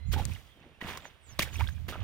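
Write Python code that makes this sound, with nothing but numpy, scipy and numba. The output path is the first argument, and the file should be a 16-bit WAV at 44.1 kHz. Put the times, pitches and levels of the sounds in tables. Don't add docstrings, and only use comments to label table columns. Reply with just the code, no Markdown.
import sys
import numpy as np
from scipy import signal
from scipy.fft import rfft, irfft, next_fast_len
from scipy.io import wavfile
from scipy.ndimage import uniform_filter1d
from numba import njit

SR = 44100
rng = np.random.default_rng(int(sys.argv[2]) if len(sys.argv) > 2 else 0)


def voltage_ratio(decibels):
    exponent = np.asarray(decibels, float) / 20
    return 10 ** exponent


def dump(signal):
    limited = np.clip(np.atleast_2d(signal).T, -1, 1)
    pcm = np.round(limited * 32767).astype(np.int16)
    wavfile.write(sys.argv[1], SR, pcm)


N = 89655
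T = np.arange(N) / SR
FFT_SIZE = next_fast_len(N)
HZ = np.fft.rfftfreq(FFT_SIZE, 1 / SR)


def unit(x):
    return x / np.sqrt(np.mean(x ** 2))


def gain_at(table, hz):
    f, db = np.array(table, float).T
    return voltage_ratio(np.interp(np.log(hz + 1), np.log(f), db, left=-70, right=-70))


def noise(table):
    spectrum = rfft(rng.standard_normal(N), FFT_SIZE) * gain_at(table, HZ)
    return unit(irfft(spectrum, FFT_SIZE)[:N])


def walk(rate_hz):
    k = int(SR / rate_hz)
    steps = np.repeat(rng.standard_normal(N // k + 1), k)
    return unit(uniform_filter1d(uniform_filter1d(steps, k), k)[:N])


@njit
def rings(n, start, turn, t60, glide, size, swell):
    y = np.zeros(n)
    for k in range(len(start)):
        first = int(start[k]) + 1
        last = min(n, first + int(.7 * t60[k]) + 1)
        fall = np.exp(-np.log(1000.) / t60[k])
        bend = np.exp(1j * turn[k] * glide[k])
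        z = size[k] * np.exp(1j * turn[k] * (first - start[k]))
        step = fall * np.exp(1j * turn[k])
        rest = 1.
        keep = np.exp(-turn[k] / (6.3 * swell))
        for i in range(first, last):
            rest *= keep
            y[i] += z.imag * (1 - rest)
            z *= step
            step *= bend
    return y


def ring(s, hz, t60, glide, size, swell):
    turn = 2 * np.pi * np.minimum(hz, .4 * SR) / SR
    return rings(N, s * SR, turn, t60 * SR, glide / SR + 0 * s, size, swell)


def cluster(s, db, hz, late_s, spread, count):
    u = rng.standard_normal((len(s), count, 2))
    u[:, 0] = 0
    u[:, 1:, 1] = .3 * u[:, 1:, 1] + np.array([-1, 1, .5])
    times = s[:, None] + late_s * np.abs(u[..., 0])
    pitches = hz[:, None] * np.exp(spread * np.tanh(u[..., 1]))
    sizes = np.repeat(voltage_ratio(db), count) * np.tile(0.75 ** np.arange(count), len(s))
    return times.ravel(), pitches.ravel(), sizes


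def surge(s, rise_s, fall_s):
    age = np.maximum(T - s, 0)
    return np.minimum(age / rise_s, 1) * voltage_ratio(-60 * np.maximum(age - rise_s, 0) / fall_s)


def pockets(table, count, cycles=9.1):
    when, where, strength, kind = rng.random((count, 4)).T
    lo, hi = np.sqrt(table[0][0]), np.sqrt(table[-1][0])
    hz = (lo + (hi - lo) * where) ** 2
    size = gain_at(table, hz) * hz ** 0.58
    size = size * voltage_ratio(-4.5 * np.log(1.02 - strength)) * np.sign(kind - .5)
    t60 = cycles * (.5 + 2 * np.abs(kind - .5)) / hz
    swarm = ring(when * N / SR, hz, t60, hz / 100, size, swell=0.49)
    return unit(swarm) + voltage_ratio(-8) * noise(table)


def ports(left, right):
    # f/Hz, left over right level/dB, left leads by phase/rad
    port_table = [(300, -1, 0), (1420, -5, 0.27), (1910, -9.5, 1.08), (3730, -6.5, 1.45), (4250, 0.5, 5),
                  (5300, 0, 7), (5830, 5.5, 6.5), (8670, 10.5, 11.5), (13200, 2.5, 10.5)]
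    f, db, lead = np.array(port_table, float).T
    half = voltage_ratio(np.interp(HZ, f, db) / 2) * np.exp(.5j * np.interp(HZ, f, lead))
    left_out = irfft(rfft(left, FFT_SIZE) * half, FFT_SIZE)[:N]
    right_out = irfft(rfft(right, FFT_SIZE) / half, FFT_SIZE)[:N]
    return np.array([left_out, right_out])


def river():
    # f/Hz, level/dB per Hz
    hiss = [(100, -26), (200, -3.5), (640, -4.5), (1400, -7), (3400, -7.5), (4500, -19), (7340, -27.5),
            (16000, -28.5)]
    mid, left, right = (noise(hiss) for _ in range(3))
    return voltage_ratio(-68 + walk(5.4)) * ports(mid + left, mid + right)


def whistle(s, length, hz_of, db, wobble):
    u = np.clip((T - s) / length, 0, 1)
    on = np.flatnonzero((u > 0) & (u < 1))
    u = u[on]
    part = on - rng.integers(N)
    pitch = hz_of(u) * (1 + .015 * wobble[0][part])
    level = voltage_ratio(db + 14 * (u - .7) + 2.5 * wobble[1][part])
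    out = np.zeros(N)
    out[on] = level * np.sin(np.pi * u ** 1.6) ** .5 * np.sin(2 * np.pi * np.cumsum(pitch) / SR)
    return out


def birds():
    # t/s, length/s, start f/Hz, end f/Hz, level/dB
    slides = [(-.25, .38, 2060, 2060, -65), (-.25, .38, 3900, 4150, -71), (.4, .22, 3450, 3000, -68),
              (1.0, .09, 7750, 5800, -58), (1.19, .145, 8900, 5500, -58), (1.225, .1, 7000, 5700, -71),
              (1.505, .06, 7400, 5500, -53), (1.31, .03, 5900, 5000, -62), (1.7, .04, 6000, 6600, -59),
              (1.735, .045, 2400, 2400, -63), (.77, .04, 2950, 3050, -68), (.42, .13, 3550, 3500, -71),
              (.59, .04, 2700, 2650, -69)]
    # t/s, length/s, base f/Hz, rise/Hz, level/dB
    arch = (.053, .066, 6150, 900, -61)
    wobble = walk(450), walk(83)
    out = np.zeros(N)
    for s, length, start, end, db in slides:
        out += whistle(s, length, lambda u: start + (end - start) * u ** 1.4, db, wobble)
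    s, length, base, rise, db = arch
    out += whistle(s, length, lambda u: base + rise * np.sin(np.pi * u), db, wobble)
    pan_db = -9
    return np.array([voltage_ratio(pan_db / 2) * out, voltage_ratio(-pan_db / 2) * np.roll(out, 3)])


def buffet(rumble, gust_db):
    power = uniform_filter1d(rumble ** 2, int(0.0444 * SR))
    return rumble / np.sqrt(power + 0.12) * voltage_ratio(gust_db + walk(26))


def wind():
    # t/s, level/dB
    gusts = [(.04, -45), (.085, -31), (.19, -31), (.24, -38), (.31, -32), (.42, -58), (.6, -67), (.79, -64),
             (.86, -49), (1.06, -63), (1.2, -67), (1.32, -52), (1.37, -56), (1.44, -38), (1.5, -48),
             (1.62, -29), (1.74, -41), (1.89, -39), (1.95, -50), (2.01, -37)]
    # f/Hz, level/dB per Hz
    rumble = [(20, -13), (40, -13), (62, -3.5), (77, 1.5), (100, -6.5), (140, -15), (220, -26), (400, -46)]
    gust_db = np.interp(T, *np.array(gusts).T)
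    right = buffet(noise(rumble), gust_db)
    left = voltage_ratio(-19) * buffet(noise(rumble), gust_db)
    return 2.39 * np.array([left, right])


def squeeze():
    # t/s, rise/s, fall t60/s, mud level/dB, spray level/dB
    squeezes = [(0.115, 0.016, 0.085, -45, -42.5), (0.13, 0.0082, 0.1, -35, -48),
                (0.159, 0.028, 0.38, -44, -53.5), (0.223, 0.096, 0.6, -55, -59),
                (.44, 0.038, 0.62, -68, -74.5), (0.584, 0.051, 0.45, -61.5, -97),
                (0.804, 0.012, 0.67, -44.5, -60.5), (0.843, 0.05, 0.43, -39.5, -54),
                (0.974, 0.0016, 0.03, -45, -48.5), (1.033, 0.016, 0.3, -53, -67),
                (1.24, 0.066, 1.8, -60, -69.5), (1.389, 0.0038, 0.079, -35, -32),
                (1.409, .002, 0.11, -37, -48), (1.42, 0.0048, 0.075, -36, -34.5),
                (1.447, 0.0053, 0.41, -45.5, -56.5), (1.519, 0.022, 1, -52, -56.5),
                (1.587, 0.0091, 0.26, -43, -52.5), (1.661, 0.031, 0.046, -75, -57),
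                (1.88, 0.008, 0.18, -42.5, -48.5), (1.917, 0.0055, 0.58, -46, -65.5),
                (1.999, 0.0061, 0.48, -52, -89)]
    power = np.zeros((2, N))
    for s, rise, fall, mud_db, spray_db in squeezes:
        power += (voltage_ratio([[mud_db], [spray_db]]) * surge(s, rise, fall)) ** 2
    return np.sqrt(power)


def squelch():
    # f/Hz, level/dB per Hz
    mud_curve = [(100, 4.5), (160, -9), (400, -9.5), (850, -8.5), (2000, -10), (3500, -11), (4500, -41),
                 (7000, -28)]
    # f/Hz, level/dB per Hz
    spray_curve = [(2000, -13), (3500, 0.5), (6150, -7.5), (9500, -14.5), (13200, -8), (15500, -2),
                   (16400, -47)]
    mud_gain, spray_gain = squeeze()
    mud, mud_left, mud_right = (pockets(mud_curve, count=n) * mud_gain for n in (7000, 3000, 3000))
    spray, spray_left, spray_right = (pockets(spray_curve, count=12000) * spray_gain for _ in range(3))
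    apart = 1.34 * np.array([spray_left, spray_right])
    edge = signal.butter(1, 1500, "high", fs=SR)
    apart += 0.85 * signal.lfilter(*edge, np.array([mud_left, mud_right]))
    return mud + spray + apart


def snaps():
    # t/s, peak level/dB, centre f/Hz, left over right level/dB
    snap_events = [(.118, -33, 2500, 0), (.2, -34, 4000, 0), (.2533, -24, 7000, 18), (.2533, -33, 3400, 0),
                   (.336, -33, 9000, -1.5), (.595, -52, 1200, 0), (.603, -58, 5260, 12),
                   (.639, -46, 600, 0), (.845, -36, 1500, 0), (.9735, -28, 2000, 0), (.9735, -28, 5500, 3),
                   (1.054, -31, 1700, -6), (1.3932, -16, 1120, 1), (1.3935, -9, 4200, -3),
                   (1.4215, -18, 3240, .5), (1.567, -34, 11000, 4), (1.608, -20, 2200, -3.5),
                   (1.6878, -34, 2000, -6), (1.867, -46, 1200, 0), (1.889, -26, 1750, -3),
                   (1.904, -34, 2000, 0), (1.955, -29, 900, 0)]
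    s, db, hz, pan_db = np.array(snap_events).T
    s, hz, size = cluster(s, db, hz, late_s=0.000655, spread=0.68, count=4)
    half_pan_db = np.repeat(pan_db, 4) / 2
    left, right = (ring(s, hz, 7.66 / hz, 0., size * voltage_ratio(side * half_pan_db), swell=0.28) for side in (1, -1))
    return np.array([left, right])


def sloshes():
    # t/s, rise/s, fall t60/s, level/dB
    slosh_events = [
        (.13, .01, 0.16, -41.5),
        (.158, 0.0078, 0.38, -41),
        (.195, 0.0083, 0.17, -42.5),
        (.545, .03, 0.83, -61),
        (.635, 0.0067, 0.54, -56),
        (.665, .01, 0.35, -62),
        (1.391, 0.0044, 0.1, -42.5),
        (1.552, 0.042, 0.14, -51),
        (1.882, 0.0031, 0.21, -41.5),
    ]
    # f/Hz, level/dB per Hz
    gurgle = [(120, -8), (180, 1), (350, -2.5), (700, -8.5), (1000, -26)]
    power = np.zeros(N)
    for s, rise, fall, db in slosh_events:
        power += (voltage_ratio(db) * surge(s, rise, fall)) ** 2
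    return pockets(gurgle, count=900, cycles=3.9) * np.sqrt(power)


def risers():
    # t/s, peak level/dB, f/Hz, t60/s, relative pitch glide per s
    riser_events = [(.138, -33, 3250, .016, 0), (.14, -30, 1470, .03, 4), (.745, -58, 2700, .08, 0),
                    (.813, -37, 1000, .018, 0), (.8135, -30, 1900, .035, 2), (.879, -35, 2200, .01, 0),
                    (.9005, -33, 1000, .014, 0), (.903, -34, 800, .014, 0), (.9115, -34, 700, .012, 0),
                    (.921, -33, 1900, .01, 0), (.933, -37, 950, .025, 0), (.955, -37, 1000, .02, 0),
                    (1.528, -40, 3000, .012, 0), (1.584, -39, 3350, .02, 0), (1.6015, -28, 2300, .014, 0),
                    (1.6078, -23, 830, .042, 24), (1.611, -37, 3200, .02, 0), (1.6155, -31, 1750, .016, 5),
                    (1.618, -38, 1500, .04, 14), (1.64, -39, 2200, .025, 0), (1.667, -43, 1520, .06, 6),
                    (1.6735, -32, 3100, .025, 70), (1.6875, -30, 1600, .016, 3),
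                    (1.9262, -31, 1300, .014, 5), (1.931, -32, 1300, .016, 5), (1.932, -39, 3350, .016, 0),
                    (1.936, -31, 1350, .018, 5), (1.9445, -34, 1250, .012, 0), (1.9475, -34, 1250, .01, 0),
                    (1.9615, -31, 1300, .012, 3), (2.013, -40, 1180, .016, 0)]
    s, db, hz, t60, glide = np.array(riser_events).T
    return ring(s, hz, t60, glide, voltage_ratio(db), swell=0.75)


def thuds():
    # t/s, peak level/dB, f/Hz
    thud_events = [(.825, -24, 240), (0.847, -25.5, 185), (1.3908, -17.5, 397), (1.3927, -19.5, 670),
                   (1.396, -15, 179), (0.138, -24, 370), (1.886, -27.5, 198), (1.925, -26.5, 494),
                   (.162, -20.5, 169), (.857, -29, 160), (1.979, -31, 200)]
    s, db, hz = np.array(thud_events).T
    return ring(s, hz, 2.5 / hz, 0., -voltage_ratio(db), swell=0.075)


def bubbles():
    # t/s, peak level/dB, f/Hz, t60/s
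    bubble_events = [(.16, -31, 824, 0.044), (.179, -31.5, 830, 0.038), (.194, -30.5, 797, 0.056),
                     (0.319, -34.5, 2420, 0.013), (0.35, -41, 2910, 0.018), (.36, -39, 2020, 0.019),
                     (0.368, -42, 1380, 0.012), (1.034, -42, 1034, 0.011), (1.399, -21.5, 2400, 0.0057),
                     (1.403, -17, 2580, 0.008), (1.411, -26, 1800, 0.013), (1.426, -25.5, 2150, 0.024),
                     (1.531, -39, 2540, 0.013), (1.556, -33.5, 2520, 0.019), (1.46, -32, 1750, 0.0085),
                     (1.474, -33, 1690, 0.015), (1.78, -41, 1540, 0.0059)]
    s, db, hz, t60 = np.array(bubble_events).T
    s, hz, size = cluster(s, db, hz, late_s=0.0028, spread=0.091, count=4)
    return ring(s, hz, np.repeat(t60, 4), 3.5, size, swell=1.44)


def boots():
    shared = sloshes() + risers() + thuds() + bubbles()
    return ports(*(squelch() + snaps() + shared))


def scene():
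    return river() + birds() + wind() + boots()


def roll_off(x):
    return signal.sosfilt(signal.butter(12, 16590, fs=SR, output="sos"), x)


def record(dry):
    low_pass = signal.ellip(10, 1, 45, 15800, fs=SR, output="sos")
    return roll_off(signal.sosfilt(low_pass, dry))


dry = scene()
out = record(dry)
dump(out)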